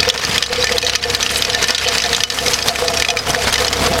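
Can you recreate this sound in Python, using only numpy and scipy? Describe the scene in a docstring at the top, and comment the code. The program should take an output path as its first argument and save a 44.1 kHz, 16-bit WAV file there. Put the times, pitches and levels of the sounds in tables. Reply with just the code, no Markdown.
"""An evenly running engine and a shower of earth, close by: a tractor pulls a potato spinner along a ridge.
The exhaust sounds harmonics of the firing rate; thrown soil is the sum of countless small impacts.
The tines bite the ridge and excite the frame's low modes, gravel ticks, stones clack on the steel wheel
and clods burst. A limiter ducks the whole scene after every hard clack."""
import sys
import numpy as np
from scipy import signal
from scipy.fft import rfft, irfft
from scipy.io import wavfile

SR = 44100
rng = np.random.default_rng(int(sys.argv[2]) if len(sys.argv) > 2 else 0)


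def generate_wav(signal):
    """Clip the signal to [-1, 1] and save it as 16-bit WAV at the path in sys.argv[1]."""
    frames = np.transpose(np.atleast_2d(signal))
    scaled = np.clip(frames, -1, 1) * 32767
    pcm = np.round(scaled).astype(np.int16)
    wavfile.write(sys.argv[1], SR, pcm)


N = 176400
TIME = np.arange(N) / SR


def from_db(db):
    """Amplitude ratio of a level in decibels."""
    return 10 ** (np.asarray(db) / 20)


def rms_one(x):
    """Normalisation to unit rms."""
    return x / np.sqrt(np.mean(x ** 2) + 1e-20)


def in_time(rows):
    """Linear interpolation of each column over time."""
    s, *columns = np.transpose(rows)
    return [np.interp(TIME, s, c) for c in columns]


def coloured(x, spectrum):
    """Spectral shaping, with a roll-off beyond both ends; unit rms."""
    hz, db = np.transpose(spectrum)
    f = np.maximum(np.arange(N // 2 + 1) * SR / N, 1)
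    edges = 1 / np.sqrt((1 + (hz[0] / 2 / f) ** 4) * (1 + (f / hz[-1] / 2) ** 4))
    gain = from_db(np.interp(np.log(f), np.log(hz), db))
    return rms_one(irfft(rfft(x) * edges * gain, N))


def drift(hz):
    """Low-passed noise: a slow random fluctuation of unit rms."""
    r = np.exp(-80 * np.pi * hz / SR)  # computed at SR / 40
    slow = signal.lfilter([1], [1, -2 * r, r * r], rng.standard_normal(N // 40 + 2002))[2000:]
    return np.interp(np.arange(N) / 40, np.arange(len(slow)), rms_one(slow))


def fade(t, t60):
    """Exponential decay, 60 dB in t60 seconds."""
    return np.exp(-np.log(1000) * t / t60)


def ring(x, hz, t60):
    """Forced vibration of one damped mode."""
    r, w = fade(1 / SR, t60), 2 * np.pi * hz / SR
    return signal.lfilter([0, np.sin(w)], [1, -2 * r * np.cos(w), r * r], x)


def struck(modes, t, spread_db):
    """Free vibration after a blow: damped modes of random strength and sign."""
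    hz, db, t60 = np.transpose(modes)[:, :, None]
    gain = from_db(db + spread_db * rng.standard_normal(hz.shape)) * rng.choice([-1, 1], hz.shape)
    return np.sum(gain * np.sin(2 * np.pi * hz * t) * fade(t, t60), axis=0)


def add(out, s, sound):
    """Superpose a sound starting at s seconds."""
    i = int(np.clip(s * SR, 0, N - 1))
    out[i:i + len(sound)] += sound[:N - i]


def smooth(x, seconds):
    """First-order lag."""
    r = np.exp(-1 / (seconds * SR))
    return signal.lfilter([1 - r], [1, -r], x)


def engine():
    """Periodic excitation: the firings give exhaust harmonics and one burst of clatter each."""
    # engine speed: (time [s], firing rate [Hz])
    firing = [(0, 33.72), (1.6, 33.74), (2.3, 33.62), (3.65, 33.75), (4, 34.1)]
    # exhaust harmonics: (multiple of the firing rate, rms level [dB])
    exhaust = [(1, -44), (2, -25), (3, -28.5), (4, -34), (5, -43), (6, -36), (7, -34.5), (8, -35),
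               (9, -37.5), (11, -37), (12, -55), (13, -40), (14, -29), (15, -49.5), (20, -63)]
    # combustion clatter: (frequency [Hz], relative density [dB])
    knock = [(100, 19), (250, -17), (700, 13), (1500, -29.5), (3000, 40), (8000, 19)]
    cycles = np.cumsum(in_time(firing)[0]) / SR
    tone = np.zeros(N)
    for k, db in exhaust:
        amplitude = np.sqrt(2) * from_db(db + 2.5 * drift(hz=11.6))
        tone += amplitude * np.sin(2 * np.pi * (k * cycles + rng.random()))
    bursts = rng.standard_normal(N) * np.exp(-1.4 * (cycles % 1))
    return tone + from_db(-30.5) * coloured(bursts, knock)


def crumbs(spectrum, per_s=5000):
    """Shot noise: random impacts of uneven size over a wash of fine dust."""
    sizes = from_db(3.6 * np.minimum(rng.exponential(1, N), 5)) * rng.choice([-1, 1], N)
    impacts = rms_one(sizes * (rng.random(N) < per_s / SR))
    dust = 0.43 * rng.standard_normal(N)
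    return coloured(impacts + dust, spectrum)


def earth(thud_db, spray_db, grit_db):
    """Amplitude modulation: thuds, spray and grit surge as the wheel throws the soil unevenly."""
    # falling clods, crumbs and grit: (frequency [Hz], relative density [dB])
    thud_spectrum = [(20, -6), (35, 7), (55, -7), (120, 1.5), (180, 3), (260, 5.5), (335, -19.5), (410, 7),
                     (560, 4), (850, 4), (1300, 4.5), (2500, -4.5)]
    spray_spectrum = [(400, -26.5), (900, 1), (1400, 0.5), (2100, 6), (3200, 0), (5000, 1.5), (6300, -9.5),
                      (7500, -12.5), (10000, -52.5)]
    grit_spectrum = [(3000, 2.5), (6000, 6), (7500, 3), (8450, 3.5), (9300, -3.5), (10400, 1.5),
                     (11200, -2.5), (12000, -6), (13500, -1.5), (16000, -35)]
    throw_db = 3.5 * drift(hz=28)
    thuds = from_db(thud_db + 7 + 0.83 * throw_db) * crumbs(thud_spectrum, per_s=900)
    spray = from_db(spray_db - 4.5 + throw_db) * crumbs(spray_spectrum)
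    grit = from_db(grit_db + 3 + throw_db + 1.1 * drift(hz=21)) * crumbs(grit_spectrum)
    return thuds + spray + grit


def frame():
    """Resonance: each bite of the tines swells two groups of modes, and the drag keeps them shaking."""
    # tines biting the ridge: (time [s], relative level of low group [dB], of high group [dB])
    bites = [(.068, -3, -14), (.115, -1.5, -26), (.5, -7, -19), (.578, -6, -22), (.615, -20, -24),
             (0.707, -9, -14), (.743, -11, -19), (0.83, -6.5, -14), (1.047, -4.5, -17), (1.479, -8, -15),
             (1.551, -23, -9), (1.689, -9, -9), (1.856, -6.5, -11), (2.036, -16, -9.5),
             (2.106, -13.5, -20.5), (2.408, -12, -15), (2.474, -6.5, -13), (2.685, -8, -2),
             (2.818, -1.5, -8), (2.88, -6.5, -6.5), (2.941, -15, -25), (3.083, -12, -1.5), (3.118, -4, -8),
             (3.276, -14, -12), (3.357, -6, -8), (3.596, -7.5, -13), (3.806, -20, -23), (3.875, -12, -19),
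             (3.908, -18.5, -10.5), (3.956, -39, -25)]
    # frame modes: (frequency [Hz], relative level [dB], T60 [s])
    low_modes = [(460.5, -19.5, .13), (479.4, -9, 0.16), (495.7, -8.5, 0.15), (521, -11.5, 0.04)]
    high_modes = [(674, -14, 0.23), (704.3, -5.5, 0.094), (831, -13, 0.071)]
    out, t = np.zeros(N), TIME[:SR // 4]
    rise = 1 - np.exp(-(t / .013) ** 2)
    for s, *levels in bites:
        for modes, bite_db in zip((low_modes, high_modes), levels):
            bend = 1 + 0.0053 * rng.standard_normal()  # the load of soil shifts the pitch
            boom = np.zeros(len(t))
            for hz, db, t60 in modes:
                gain = from_db(db + 2 * rng.standard_normal())
                boom += gain * np.sin(2 * np.pi * hz * bend * t) * rise * fade(t, t60)
            add(out, s, from_db(bite_db + 2) * boom / np.abs(boom).max())
    for modes, shake_db in ((low_modes, -23.5), (high_modes, -24.5)):
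        shake = sum(from_db(db) * ring(rng.standard_normal(N), hz, t60) for hz, db, t60 in modes)
        out += from_db(shake_db) * rms_one(shake)
    return out


def gravel(spray_db, per_s=370, count=48):
    """Impulse responses: bits of gravel collide, each tick ringing one of many resonators."""
    # strength of the ticks: (frequency [Hz], relative level [dB])
    spectrum = [(1500, -12.5), (3000, 5.5), (5500, 3), (7500, -0.5), (8500, -5.5), (10500, -9),
                (13000, -20)]
    sizes = from_db(2.7 * np.minimum(rng.exponential(1, N), 4)) * rng.choice([-1, 1], N)
    impacts = sizes * (rng.random(N) < per_s / SR)
    pitches = np.geomspace(1400, 13000, count) * (1 + 0.01 * rng.standard_normal(count))
    gains = from_db(np.interp(pitches, *np.transpose(spectrum)))
    resonator = rng.integers(0, count, N)
    ticks = sum(gains[k] * ring(impacts * (resonator == k) + 1e-18, hz, t60=0.036)
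                for k, hz in enumerate(pitches))
    return from_db(spray_db - 7) * rms_one(ticks)


def clacks(hits):
    """Impact of stone on steel: contact noise, a rebound, the stone's partials and the wheel's modes."""
    # contact noise: (frequency [Hz], relative density [dB])
    crack_spectrum = [(300, -19), (900, -15.5), (1800, -5.5), (3200, 2), (5200, -1), (6500, -1),
                      (7600, -13.5), (8500, -8), (10000, -22), (12000, -16.5), (16000, -69)]
    # modes of the steel wheel: (frequency [Hz], relative level [dB], T60 [s])
    wheel_modes = [(1250, -6, 0.098), (1447, -7.5, 0.12), (1778, 2, 0.12), (1964, -2, 0.037),
                   (2500, 3, 0.066), (2984, -1, 0.1), (3617, -21, 0.11), (3900, 5.5, 0.047),
                   (4500, 1, 0.078), (4992, 5, 0.067), (5640, -8, 0.12), (6036, -1, 0.069),
                   (6220, -6.5, 0.029)]
    crack_t60, stone_t60, rebound_s = .034, .026, .0018
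    out, t = np.zeros(N), TIME[:SR // 10]
    noise = coloured(rng.standard_normal(N), crack_spectrum)
    onset = int(.003 * SR)  # the first 3 ms set a clack's level
    for s, db, hz in hits:
        start = rng.integers(N - len(t))
        since = t - rebound_s * (.5 + rng.random())
        rebound = from_db(-12) * (since > 0) * fade(np.abs(since), crack_t60 / 2)
        crack = from_db(5.5) * noise[start:start + len(t)] * (fade(t, crack_t60) + rebound)
        cluster_hz = hz * (1 + 0.1065 * rng.standard_normal(3))
        partials = [(hz, 0, stone_t60)] + [(f, -4, stone_t60) for f in cluster_hz]
        stone = from_db(6.5) * struck(partials, t, spread_db=4)
        wheel = from_db(-8.5) * struck(wheel_modes, t, spread_db=5)
        clack = crack + stone + wheel
        add(out, s, from_db(db) * clack / np.std(clack[:onset]))
    return out


def stones():
    """Impulsive excitation: the larger stones strike the tines one by one."""
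    # stone impacts: (time [s], relative level [dB], main partial [Hz])
    hits = [(0.004, -2, 5020), (0.0298, 0, 2520), (0.05, -7, 1680), (0.0897, 7, 5500), (0.099, 13, 3520),
            (0.1025, 8, 3750), (0.1406, 2, 3450), (0.1765, 5.5, 5280), (0.2375, 1, 2150),
            (0.2492, 4.5, 4950), (0.268, -6, 3260), (0.312, -3, 3720), (0.344, -2.5, 5050),
            (0.357, -7, 2040), (0.3805, 6.5, 3200), (0.425, 9, 3060), (0.438, 4, 3100), (0.4625, 1, 4160),
            (0.5307, 1, 3900), (0.559, -3, 3380), (0.626, -1.5, 4060), (0.6424, 3.5, 4900),
            (0.6699, 2, 2400), (0.693, 0, 1980), (0.7208, 0, 4910), (0.7826, 6, 4100), (0.8155, -5, 3900),
            (0.827, 1.5, 3880), (0.8485, -2, 6000), (0.8659, 4, 3900), (0.875, 1, 4240),
            (0.8959, 4.5, 4020), (0.9522, 4.5, 4600), (0.957, 7.5, 5620), (1.0271, -3, 2820),
            (1.0385, 3, 4670), (1.1, -0.5, 5000), (1.1488, 4, 4110), (1.207, -2, 3900), (1.2281, 3.5, 4060),
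            (1.2635, 3.5, 3060), (1.292, -3.5, 3060), (1.338, -10, 4840), (1.3588, 0.5, 5300),
            (1.4227, 4.5, 3670), (1.449, 4.5, 5260), (1.4995, 2, 4000), (1.513, -30, 2000),
            (1.5314, -3, 4900), (1.5474, 4, 3900), (1.6277, 1, 6030), (1.6412, 6.5, 2920), (1.683, 4, 4600),
            (1.706, 9.5, 5400), (1.7479, 9, 3930), (1.759, -2, 5250), (1.781, 7.5, 3040), (1.813, 0, 1660),
            (1.846, -0.5, 2480), (1.878, -3, 3850), (1.886, 4.5, 4400), (1.9515, -1, 5060),
            (1.9824, 6, 4740), (2.001, 3.5, 2840), (2.02, 2, 5500), (2.039, 3.5, 3880), (2.051, -2, 1790),
            (2.061, 0, 5030), (2.092, -4, 4900), (2.113, -12, 3810), (2.1301, 1, 2500), (2.1475, 4.5, 3700),
            (2.165, 2.5, 6640), (2.2049, 3.5, 2940), (2.2142, -15, 1950), (2.2358, 11, 5240),
            (2.3012, 6.5, 5040), (2.322, -3, 4930), (2.387, 2, 2980), (2.4615, -2, 2240), (2.4818, 3, 5270),
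            (2.5341, 3.5, 5460), (2.541, 6, 5830), (2.566, -21, 1800), (2.5885, 1, 5230), (2.625, 0, 5100),
            (2.6708, -19, 5140), (2.6848, 7, 3700), (2.692, 5.5, 4260), (2.758, 1.5, 2380),
            (2.784, -9, 5400), (2.8814, 2.5, 4580), (2.9382, -6, 3230), (2.972, -1.5, 5420),
            (2.999, -1.5, 5000), (3.0228, 6, 2980), (3.048, 6.5, 2500), (3.0854, 5.5, 3470),
            (3.1026, 9, 5680), (3.1707, 8, 2370), (3.189, 2.5, 5050), (3.3039, -0.5, 5300),
            (3.3475, 3.5, 1840), (3.389, -7, 2520), (3.474, -23, 2100), (3.5262, -2.5, 2600),
            (3.541, 2.5, 3900), (3.5565, 2, 2450), (3.58, -0.5, 5140), (3.6017, -5, 3880),
            (3.647, -1, 4100), (3.669, -7.5, 6640), (3.681, -1.5, 5100), (3.7289, -3, 1820),
            (3.769, -11, 5800), (3.839, -23, 4330), (3.8636, -9, 6060), (3.9365, -9.5, 5120)]
    return from_db(-1.5) * clacks(hits)


def pebbles(spray_db, per_s=70, count=400):
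    """A Poisson process: small stones rattle through the wheel, their level following the spray."""
    s = np.cumsum(rng.exponential(1, count)) / per_s
    size_db = 4 * np.minimum(rng.standard_normal(count), 2)
    hz = 1700 * 3.6 ** rng.random(count)
    db = np.interp(s, TIME, spray_db) - 8.5 + size_db
    return clacks(np.transpose([s, db, hz])[s < N / SR])


def clods():
    """Fracture: a clod bursts on the tines in a half-sine swell of dull thump and gritty hiss."""
    # bursts: (time [s], thump level [dB], hiss level [dB], duration [s])
    bursts = [(0.243, -16, -33, 0.022), (0.286, -6, -33, 0.021), (0.347, -33, -28, 0.031),
              (1.311, -31, -14, 0.012), (1.365, -38, -11, 0.029), (1.61, -22, -24, 0.027),
              (1.67, -32, -15, 0.015), (2.455, -24, -27, 0.009), (2.98, -20, -29, 0.042),
              (3.277, -13, -16, 0.045), (3.526, -22, -8.5, 0.0088), (3.797, -21.5, -27, 0.067),
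              (3.871, -32, -26, 0.026), (3.898, -10.5, -27, 0.028), (3.976, -44, -21, 0.027)]
    # breaking soil: (frequency [Hz], relative density [dB])
    thump_spectrum = [(70, -28), (130, 10), (260, -3), (400, 4), (900, -36), (2000, -11)]
    hiss_spectrum = [(1500, -39), (4000, -7), (8000, 16), (12000, 11.5), (15000, -9)]
    out = np.zeros(N)
    thump, hiss = crumbs(thump_spectrum, per_s=2500), crumbs(hiss_spectrum)
    for s, thump_db, hiss_db, duration in bursts:
        swell = np.sin(np.pi * np.clip((TIME - s) / duration, 0, 1))
        out += swell * (from_db(thump_db) * thump + from_db(hiss_db) * hiss)
    return out


def scene():
    """Superposition in a free field: all sources add in one channel, without reflections."""
    # flying earth: (time [s], relative level of thuds [dB], of spray [dB], of grit [dB])
    earth_levels = [(0, -34.5, -17.5, -40), (.14, -17, -5, -30), (.3, -19.5, -8.5, -19),
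                    (.47, -24.5, -10, -35), (.7, -23.5, -13, -26), (.95, -28.5, -10, -32),
                    (1.1, -28, -14, -29.5), (1.36, -27, -10, -21.5), (1.55, -23, -10, -27),
                    (1.85, -23.5, -5, -23.5), (2.1, -23, -13, -27), (2.28, -26.5, -12.5, -25),
                    (2.45, -22, -12.5, -20.5), (2.75, -21, -11.5, -21.5), (3.0, -25, -15, -24),
                    (3.15, -18, -16.5, -31), (3.4, -21, -10.5, -23), (3.9, -25.5, -20, -34)]
    thud_db, spray_db, grit_db = in_time(earth_levels)
    soil = earth(thud_db, spray_db, grit_db) + clods()
    rattle = stones() + pebbles(spray_db)
    return (engine() + frame() + soil + rattle + gravel(spray_db))[None]


def record(dry):
    """Limiting: the gain drops fast and recovers slowly; soft clipping and a low-pass follow."""
    limit_db, release_db_per_s, ceiling, cutoff_hz = -11.5, 64.5, .93, 16000
    level_db = 10 * np.log10(smooth(dry ** 2, seconds=.0016) + 1e-12)
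    over_db = np.maximum(level_db - limit_db, 0)
    recovery = release_db_per_s * TIME
    held_db = np.maximum.accumulate(over_db + recovery, axis=-1) - recovery
    ducked = dry * from_db(-smooth(held_db, seconds=.0022))
    clipped = ducked / (1 + (ducked / ceiling) ** 8) ** (1 / 8)
    return signal.sosfiltfilt(signal.ellip(8, .05, 50, cutoff_hz, fs=SR, output="sos"), clipped)


dry = scene()
out = record(dry)
generate_wav(out)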